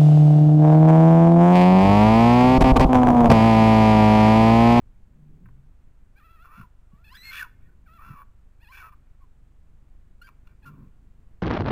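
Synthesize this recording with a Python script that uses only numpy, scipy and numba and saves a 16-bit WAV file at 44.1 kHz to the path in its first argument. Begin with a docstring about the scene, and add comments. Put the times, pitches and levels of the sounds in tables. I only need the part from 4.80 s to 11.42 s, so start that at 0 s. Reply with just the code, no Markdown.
"""Foxes squabble on a lawn at night, a few metres from a trail camera.
Regular vibration of their vocal folds gives wavering whines, yips and a squeal; chaotic vibration
gives harsh rasps. Two dry clacks come first, and trees echo it all faintly.
Low buffets, thumps and a brief hum pass over the rumble and hiss of the night. The camera's housing
colours the cries and clacks; its electronics add a 25 Hz throb and a glassy mirrored treble."""
import sys
import numpy as np
from scipy import signal
from scipy.fft import rfft, irfft
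from scipy.io import wavfile
from scipy.ndimage import uniform_filter1d
from numba import njit

SR = 44100
rng = np.random.default_rng(int(sys.argv[2]) if len(sys.argv) > 2 else 0)


def master(y):
    """Save y as 16-bit WAV."""
    cut = np.clip(np.atleast_2d(y).T, -1, 1)
    pcm = np.round(cut * 32767)  # scale
    wavfile.write(sys.argv[1], SR, pcm.astype(np.int16))


N = 291942
TIME = np.arange(N) / SR
FREQS = np.fft.rfftfreq(N, 1 / SR)


def undb(db):
    """Amplitude ratio of a level in decibels."""
    return 10 ** (np.asarray(db) / 20)


def unit(x):
    """Normalisation to an rms of 1."""
    return x / np.sqrt(np.mean(x ** 2))


def steady(x, size):
    """Division by the running rms over size samples levels the power and keeps the faster grain."""
    return x / np.sqrt(np.abs(uniform_filter1d(x ** 2, size=size)) + 1e-12)


def shape(x, gain):
    """Filtering as multiplication of the spectrum by a gain."""
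    return irfft(rfft(x) * gain, N)


def below(hz, order=4):
    """Magnitude response of a maximally flat low-pass."""
    return 1 / np.sqrt(1 + (FREQS / hz) ** (2 * order))


def above(hz, order=4):
    """Magnitude response of the power-complementary high-pass."""
    return np.sqrt(1 - below(hz, order=order) ** 2)


def waver(hz):
    """Random modulation: noise low-passed at hz, with an rms of 1."""
    return unit(shape(rng.standard_normal(N), below(hz, order=3)))


@njit
def resonate(x, hz, width):
    """A second-order resonator whose centre frequency may move every sample."""
    y, band_state, low_state = np.empty(len(x)), 0., 0.
    for i in range(len(x)):
        tuning, damping = np.tan(np.pi * hz[i] / SR), width / hz[i]
        band = (band_state + tuning * (x[i] - low_state)) / (1 + tuning * (tuning + damping))
        band_state = 2 * band - band_state
        low_state += 2 * tuning * band
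        y[i] = damping * band
    return y


def note(start, length, attack, release):
    """Time window of a sound: its samples, its progress from 0 to 1 and its amplitude envelope."""
    span = (TIME >= start) & (TIME <= start + length)
    age = TIME[span] - start
    ramp = lambda x: np.sin(np.pi / 2 * np.clip(x, 0, 1))
    return span, age / length, ramp(age / attack) * ramp((length - age) / release)


def arc(u, first, middle, last):
    """Parabolic interpolation through three values as u goes from 0 to 1."""
    return first + (last - first) * u + (middle - (first + last) / 2) * (1 - (2 * u - 1) ** 2)


def night(level_db=-53, swell_db=1.6):
    """Coloured noise: a smooth hiss over a rumble under slow amplitude modulation."""
    # Each row: frequency in Hz, relative spectral density in dB.
    spectrum = [(8, 8), (30, 1), (55, -7.5), (120, -10), (200, -16.5), (320, -24.5), (600, -31),
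                (1400, -35), (2600, -42), (3300, -46), (5200, -52), (7800, -48.5), (11000, -59),
                (15500, -60.5)]
    hz, db = np.transpose(spectrum)
    colour = undb(np.interp(np.log(FREQS + 1), np.log(hz), db))
    noise = unit(shape(rng.standard_normal(N), colour)) * undb(level_db)
    rumble = shape(noise, below(370))
    return noise + rumble * (undb(swell_db * waver(0.72)) - 1)


def throb(rate_hz=25.002, first_s=0.0338, db=-53.5, width_s=0.003, uneven=0.18):
    """A periodic pulse train: the camera's electronics dip once for every picture taken."""
    offset_s = (((TIME - first_s) * rate_hz + .5) % 1 - .5) / rate_hz
    dips = -np.exp(-.5 * (offset_s / width_s) ** 2) * (1 + uneven * waver(5.6))
    return unit(dips - dips.mean()) * undb(db)


def mirrored(x, hold_hz=16000, second_hz=12000, second_db=-7):
    """Spectral imaging: coarse sample clocks mirror the sound about their rates, high notes most."""
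    slope = np.gradient(shape(x, below(8060, order=6))) * SR / np.pi
    clock = lambda hz: np.sin(2 * np.pi * hz * TIME) / hz
    return x + slope * (clock(hold_hz) + undb(second_db) * clock(second_hz))


def buffets(width_hz=120, dull_hz=260):
    """Narrow-band noise under smooth envelopes is heard as soft low rushes."""
    # Each row: start, length, attack and release in seconds, level in dB before dulling, centre in Hz.
    rushes = [(0.218, 0.66, 0.45, 0.42, -55, 178), (1.77, .1, 0.053, 0.048, -53.5, 186),
              (3.255, 0.11, 0.039, 0.075, -50.5, 184.9), (5.819, 0.288, 0.096, 0.076, -48, 163),
              (6.063, 0.26, 0.11, .06, -61.5, 133)]
    noise, out = rng.standard_normal(N), np.zeros(N)
    for start, length, attack, release, db, hz in rushes:
        span, _, envelope = note(start, length, attack, release)
        band = steady(resonate(noise, np.full(N, float(hz)), width_hz), size=1200)
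        out[span] += envelope * undb(db) * band[span]
    return shape(out, below(dull_hz, order=3) * above(59, order=3))


def hum(jitter=0.031):
    """Low gliding tones waver by random frequency modulation during the two longest buffets."""
    # Each row: start, length, attack and release in seconds, level in dB,
    # first, middle and last pitch in Hz.
    strains = [(.32, 0.325, 0.17, 0.32, -50, 154, 147, 159), (.6, 0.086, 0.033, 0.015, -55, 147, 187, 177),
               (.49, 0.13, 0.049, 0.15, -69, 370, 428, 410),
               (.635, 0.291, 0.016, 0.28, -52, 111.5, 133, 156),
               (5.86, 0.246, 0.018, 0.035, -52.5, 139.2, 142, 132)]
    drift, out = 1 + jitter * waver(27), np.zeros(N)
    for start, length, attack, release, db, *pitch in strains:
        span, progress, envelope = note(start, length, attack, release)
        phase = 2 * np.pi * np.cumsum(arc(progress, *pitch) * drift[span]) / SR
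        out[span] += envelope * undb(db) * unit(np.sin(phase))
    return out


def thumps():
    """Wave packets: a few low cycles under a bell-shaped envelope make a dull bump with no click."""
    # Each row: peak time in seconds, peak level in dB, pitch in Hz, half length in seconds.
    packets = [(1.784, -42, 188, 0.006), (1.802, -35, 151, 0.0032), (1.815, -39, 129, 0.0068),
               (2.138, -42.5, 169, 0.0051), (3.31, -32.5, 123.5, 0.0063), (3.341, -43.5, 160, .004)]
    out = np.zeros(N)
    for peak_s, db, hz, half_length in packets:
        envelope = np.exp(-((TIME - peak_s) / half_length) ** 2)
        out += undb(db) * envelope * np.sin(2 * np.pi * (hz * (TIME - peak_s) + rng.random()))
    return out


def trees(x, wash_t60=0.41, wash_db=-23, near_t60=0.27, near_db=-15, echo_s=0.26, echo_db=-35):
    """Reverberation: quick scatter from ground and trunks, a dull thin wash and one far echo."""
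    def tail(t60):
        return unit(rng.standard_normal(N) * undb(-60 * TIME / t60)) / np.sqrt(N)
    wash = undb(wash_db) * tail(wash_t60)
    echo = undb(echo_db) * np.roll(tail(0.186), int(echo_s * SR))
    response = shape(wash + echo, below(2600, order=3)) + undb(near_db) * tail(near_t60)
    return signal.fftconvolve(x, response[:SR])[:N]


def housing_colour(hz):
    """Gain at hz of the camera housing's fixed narrow resonances, which colour every cry and clack."""
    # Each row: centre in Hz, nominal width in Hz, relative peak gain in dB.
    resonances = [(816, 320, -11.5), (1080, 232, 15), (1422, 304, 9), (1819, 117, 3), (2319, 129, 0),
                  (2598, 340, -5), (3432, 190, -15), (4175, 590, -22.5), (5300, 1320, -24.5),
                  (6600, 1600, -28.5)]
    return np.sqrt(sum(undb(db) ** 2 / (1 + (1.3 * (hz - centre) / width) ** 2) ** 3
                       for centre, width, db in resonances))


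def clacks(width_hz=650, lift_db=2, attack_s=0.0015):
    """Exponential decay: two dry bursts of noise, coloured by the housing, ring and die at once."""
    # Each row: time in seconds, level in dB before the lift, resonance in Hz, decay time in seconds.
    bursts = [(0.658, -56, 1900, 0.0067), (0.688, -55, 1700, 0.004)]
    out = np.zeros(N)
    for start, db, hz, decay in bursts:
        noise = shape(rng.standard_normal(N), housing_colour(FREQS))
        ring = steady(resonate(noise, np.full(N, float(hz)), width_hz), size=300)
        onset = np.sin(np.pi / 2 * np.clip((TIME - start) / attack_s + .5, 0, 1)) ** 2
        out += ring * undb(db + lift_db) * onset * np.exp(-np.maximum(TIME - start, 0) / decay)
    return out


def jaws(harsh_db_per_octave=27.5):
    """A variable cavity: as the jaws close, the mouth resonance sinks and a rasp's harsh top fades."""
    # Each row: start, length, attack and release in seconds, first and last body level in dB,
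    # level of the top at the widest opening in dB, first, middle and last mouth resonance in Hz.
    gestures = [ (1.641, 0.068, 0.0089, .045, -49, -59.5, -66, 1360, 1300, 1142),
                (1.676, .165, 0.044, .02, -54, -49, -62.5, 990, 1370, 1300),
                (2.33, 0.069, 0.014, 0.035, -61.5, -64, -54, 1300, 1470, 1888),
                (2.425, 0.1, 0.025, .02, -69, -58, -52.5, 1860, 1790, 1662),
                (2.504, .097, 0.028, .015, -45, -43.5, -39, 1480, 1650, 1758),
                (2.586, 0.083, 0.013, .045, -41.5, -45.5, -43, 1910, 1560, 1183),
                (3.187, .185, .018, .055, -49.5, -51, -62.5, 1166, 1360, 1181),
                (3.329, 0.11, 0.061, 0.021, -48.5, -48, -63, 1210, 1140, 1080),
                (3.917, 0.12, 0.0073, 0.032, -55, -48.5, -51, 1510, 1650, 1438),
                (4.013, 0.1, 0.02, 0.049, -44.5, -51.5, -59, 1350, 1260, 1191),
                (4.117, .034, 0.005, 0.032, -54, -52.5, -66.5, 1290, 1170, 1146),
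                (5.468, 0.035, 0.0048, 0.01, -55.5, -52.5, -56, 1460, 1330, 1080),
                (5.646, 0.11, .03, 0.061, -74, -71.5, -77, 1300, 1520, 1298),
                (5.669, .014, .003, .009, -65.5, -61.5, -66.5, 1450, 1400, 1420),
                (5.848, 0.07, 0.036, 0.025, -53.5, -62, -71, 1280, 1070, 1121),
                (5.9, .2, 0.021, 0.078, -63.5, -71.5, -73.5, 1300, 980, 1247)]
    body_power, top_power, weighted_hz = np.full(N, 1e-14), np.full(N, 1e-14), np.full(N, 1e-11)
    for start, length, attack, release, first_db, last_db, harsh_db, *mouth in gestures:
        span, progress, envelope = note(start, length, attack, release)
        hz = arc(progress, *mouth)
        power = (envelope * undb(first_db + (last_db - first_db) * progress)) ** 2
        body_power[span] += power
        weighted_hz[span] += power * hz
        top_db = harsh_db + harsh_db_per_octave * np.log2(hz / hz.max())
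        top_power[span] += (envelope * undb(top_db)) ** 2
    return weighted_hz / body_power, 10 * np.log10(body_power), 10 * np.log10(top_power)


def rasps(mouth_width_hz=660, split_hz=2080, shrill_hz=3350., shrill_width_hz=500, gust_hz=850):
    """Chaotic vocal folds: uneven pulses and puffs of air excite the mouth and housing resonances."""
    mouth_hz, body_db, harsh_db = jaws()
    # the folds flap at half the mouth resonance, most wildly in a scream and as the voice gives out
    chaos = np.interp(harsh_db, [-84, -76, -52, -44], [1, 0, 0, 1])
    scream = np.interp(harsh_db, [-53, -46], [0, 1])
    jitter, air = .055 + .07 * chaos, .55 + .7 * chaos
    rattle = undb(2.7 * waver(330))
    cycles = np.cumsum(mouth_hz / 2 * (1 + jitter * waver(300))) / SR
    pulses = unit(np.diff(np.floor(cycles), prepend=0))
    puffs = unit(rng.standard_normal(N) * np.exp(-(cycles % 1) / 1.4))
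    source = shape((pulses + air * puffs) * rattle, housing_colour(FREQS))
    body = resonate(shape(source, below(split_hz, order=8)), mouth_hz, mouth_width_hz)
    # a scream thins out at the low end
    body -= scream * shape(body, below(1050, order=5))
    top = shape(source, above(split_hz, order=12))
    # wide-open jaws add a shrill ring
    top += 2.1 * scream * resonate(top, np.full(N, shrill_hz), shrill_width_hz)
    # a dull gust of air goes with every rasp, less so with a tight scream
    gust = unit(shape(rng.standard_normal(N), below(gust_hz, order=6) * above(230)))
    gust *= undb(-24) * (1 - 0.28 * scream)
    return (steady(body, size=1300) + gust) * undb(body_db) + steady(top, size=1300) * undb(harsh_db)


def cries(whine_release_s=0.006, whine_db_per_octave=10.5):
    """Pitch and amplitude contours: each clear cry as samples, pitch, effort, brightness and jitter."""
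    # Each row is one whine (the fourth a squeal), in points of time in seconds and pitch in Hz.
    contours = [
        [(1.352, 726), (1.386, 835), (1.406, 613), (1.42, 587), (1.458, 681), (1.476, 617.0), (1.496, 666),
         (1.552, 671), (1.586, 612.2), (1.648, 746)],
        [(2.112, 557), (2.174, 577), (2.192, 653), (2.242, 726)],
        [(2.238, 760.5), (2.246, 845), (2.258, 893), (2.28, 819), (2.332, 1050), (2.34, 1130)],
        [(2.372, 2028), (2.404, 1956), (2.454, 2160), (2.508, 2122), (2.515, 2086)],
        [(3.058, 830), (3.088, 620.7), (3.146, 684.3), (3.172, 666), (3.188, 563), (3.198, 606.7)],
        [(3.797, 743.4), (3.835, 959), (3.853, 834), (3.871, 819), (3.893, 970), (3.924, 1114)],
    ]
    # Each row: attack in seconds, first and last level at the mean pitch in dB,
    # first and last brightness in dB per octave, jitter as a share of the pitch.
    dynamics = [(0.032, -62, -57, 8, 2.5, 0.0097), (.02, -65, -72, -3, -6, .007),
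                (.012, -58, -54.5, 17, 16, .007), (.006, -55.5, -41.5, 23, -5, 0.0073),
                (0.032, -58.5, -55, 1, 1.5, 0.0082), (0.025, -64, -55.5, 14, 11.5, 0.0056)]
    # Each row: start, length, attack and release in seconds, level in dB, brightness in dB per octave,
    # jitter as a share of the pitch, first, middle and last pitch in Hz.
    yips = [ (1.827, 0.036, 0.01, 0.027, -55, -6, 0.017, 1120, 1010, 980),
            (2.338, 0.039, .005, 0.0053, -49.5, 14.5, 0.036, 1520, 1700, 1920),
            (2.592, 0.028, 0.0054, 0.0064, -34.5, -21, .012, 1900, 1770, 1630),
            (2.619, 0.017, .008, 0.0089, -32.5, -2, .012, 1495, 1480, 1420),
            (2.642, .033, 0.011, 0.0089, -56.5, -4, 0.022, 1100, 980, 960),
            (4.399, 0.059, 0.039, 0.028, -63.5, -1, 0.027, 1200, 1070, 980),
            (5.414, 0.025, 0.008, 0.014, -49.5, 9.5, 0.011, 1400, 1430, 1510),
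            (5.431, .052, 0.0049, 0.017, -57.5, 13.5, 0.018, 1510, 1585, 1530),
            (5.817, 0.038, .018, 0.0059, -62.5, 7, .015, 1050, 830, 994),
            (5.853, 0.055, .01, 0.04, -47.5, 0, .012, 1440, 1390, 1287)]
    for contour, (attack, first_db, last_db, first_tilt, last_tilt, jitter) in zip(contours, dynamics):
        times, pitch = np.transpose(contour)
        span, progress, envelope = note(times[0], times[-1] - times[0], attack, whine_release_s)
        hz = uniform_filter1d(np.interp(TIME[span], times, pitch), size=300)
        db = first_db + (last_db - first_db) * progress + whine_db_per_octave * np.log2(hz / hz.mean())
        yield span, hz, envelope * undb(db), first_tilt + (last_tilt - first_tilt) * progress, jitter
    for start, length, attack, release, db, tilt, jitter, *pitch in yips:
        span, progress, envelope = note(start, length, attack, release)
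        yield span, arc(progress, *pitch), envelope * undb(db), tilt, jitter


def whines_and_yips(shimmer=0.25, air_db=-19, air_db_per_octave=3, ring_db=6, edge_hz=4600):
    """Periodic vocal folds: harmonics slide through the housing's resonances, with a little air."""
    voice, leak = np.zeros(N), np.zeros(N)
    wobble, flutter = waver(170), waver(75)
    harmonic = np.arange(1, 13)[:, None]
    for span, pitch, effort, tilt, jitter in cries():
        hz = pitch * (1 + jitter * wobble[span])
        phase = 2 * np.pi * np.cumsum(hz) / SR
        # brightness tilts the overtones, but the folds close too softly to sound far above the edge
        octaves = np.log2(np.minimum(np.minimum(harmonic, 3.2), 4300 / hz))
        weights = housing_colour(harmonic * hz) * undb(tilt * octaves)
        weights *= undb(np.interp(harmonic * hz / edge_hz, [1, 1.3], [0, -17]))
        # low, pinched whines have a thin ring in their fifth and sixth harmonics
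        weights *= undb(ring_db * np.isin(harmonic, (5, 6)) * np.interp(hz, [700, 900], [1, .3]))
        weights /= np.sqrt(np.sum(weights ** 2, axis=0) / 2)
        tone = np.sum(weights * np.sin(harmonic * phase), axis=0)
        voice[span] += effort * tone * (1 + shimmer * flutter[span])
        # higher, tighter cries leak more air each time the folds open
        leak[span] += effort * undb(air_db + air_db_per_octave * np.log2(hz / 700)) * (1 + np.cos(phase))
    air_colour = unit(housing_colour(FREQS) ** 0.54 * above(1360, order=8))
    return voice + shape(leak * rng.standard_normal(N), air_colour)


def scene():
    """Superposition of the foxes, their echo, the low sounds and the night air."""
    foxes = whines_and_yips() + rasps() + clacks()
    return (foxes + trees(foxes) + buffets() + hum() + thumps() + night())[None]


def record(dry, top_hz=15700):
    """Band limiting: the camera adds its throb and mirrored treble, then cuts the top steeply."""
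    return shape(mirrored(dry[0] + throb()), below(top_hz, order=120))[None]


dry = scene()
out = record(dry)
master(out)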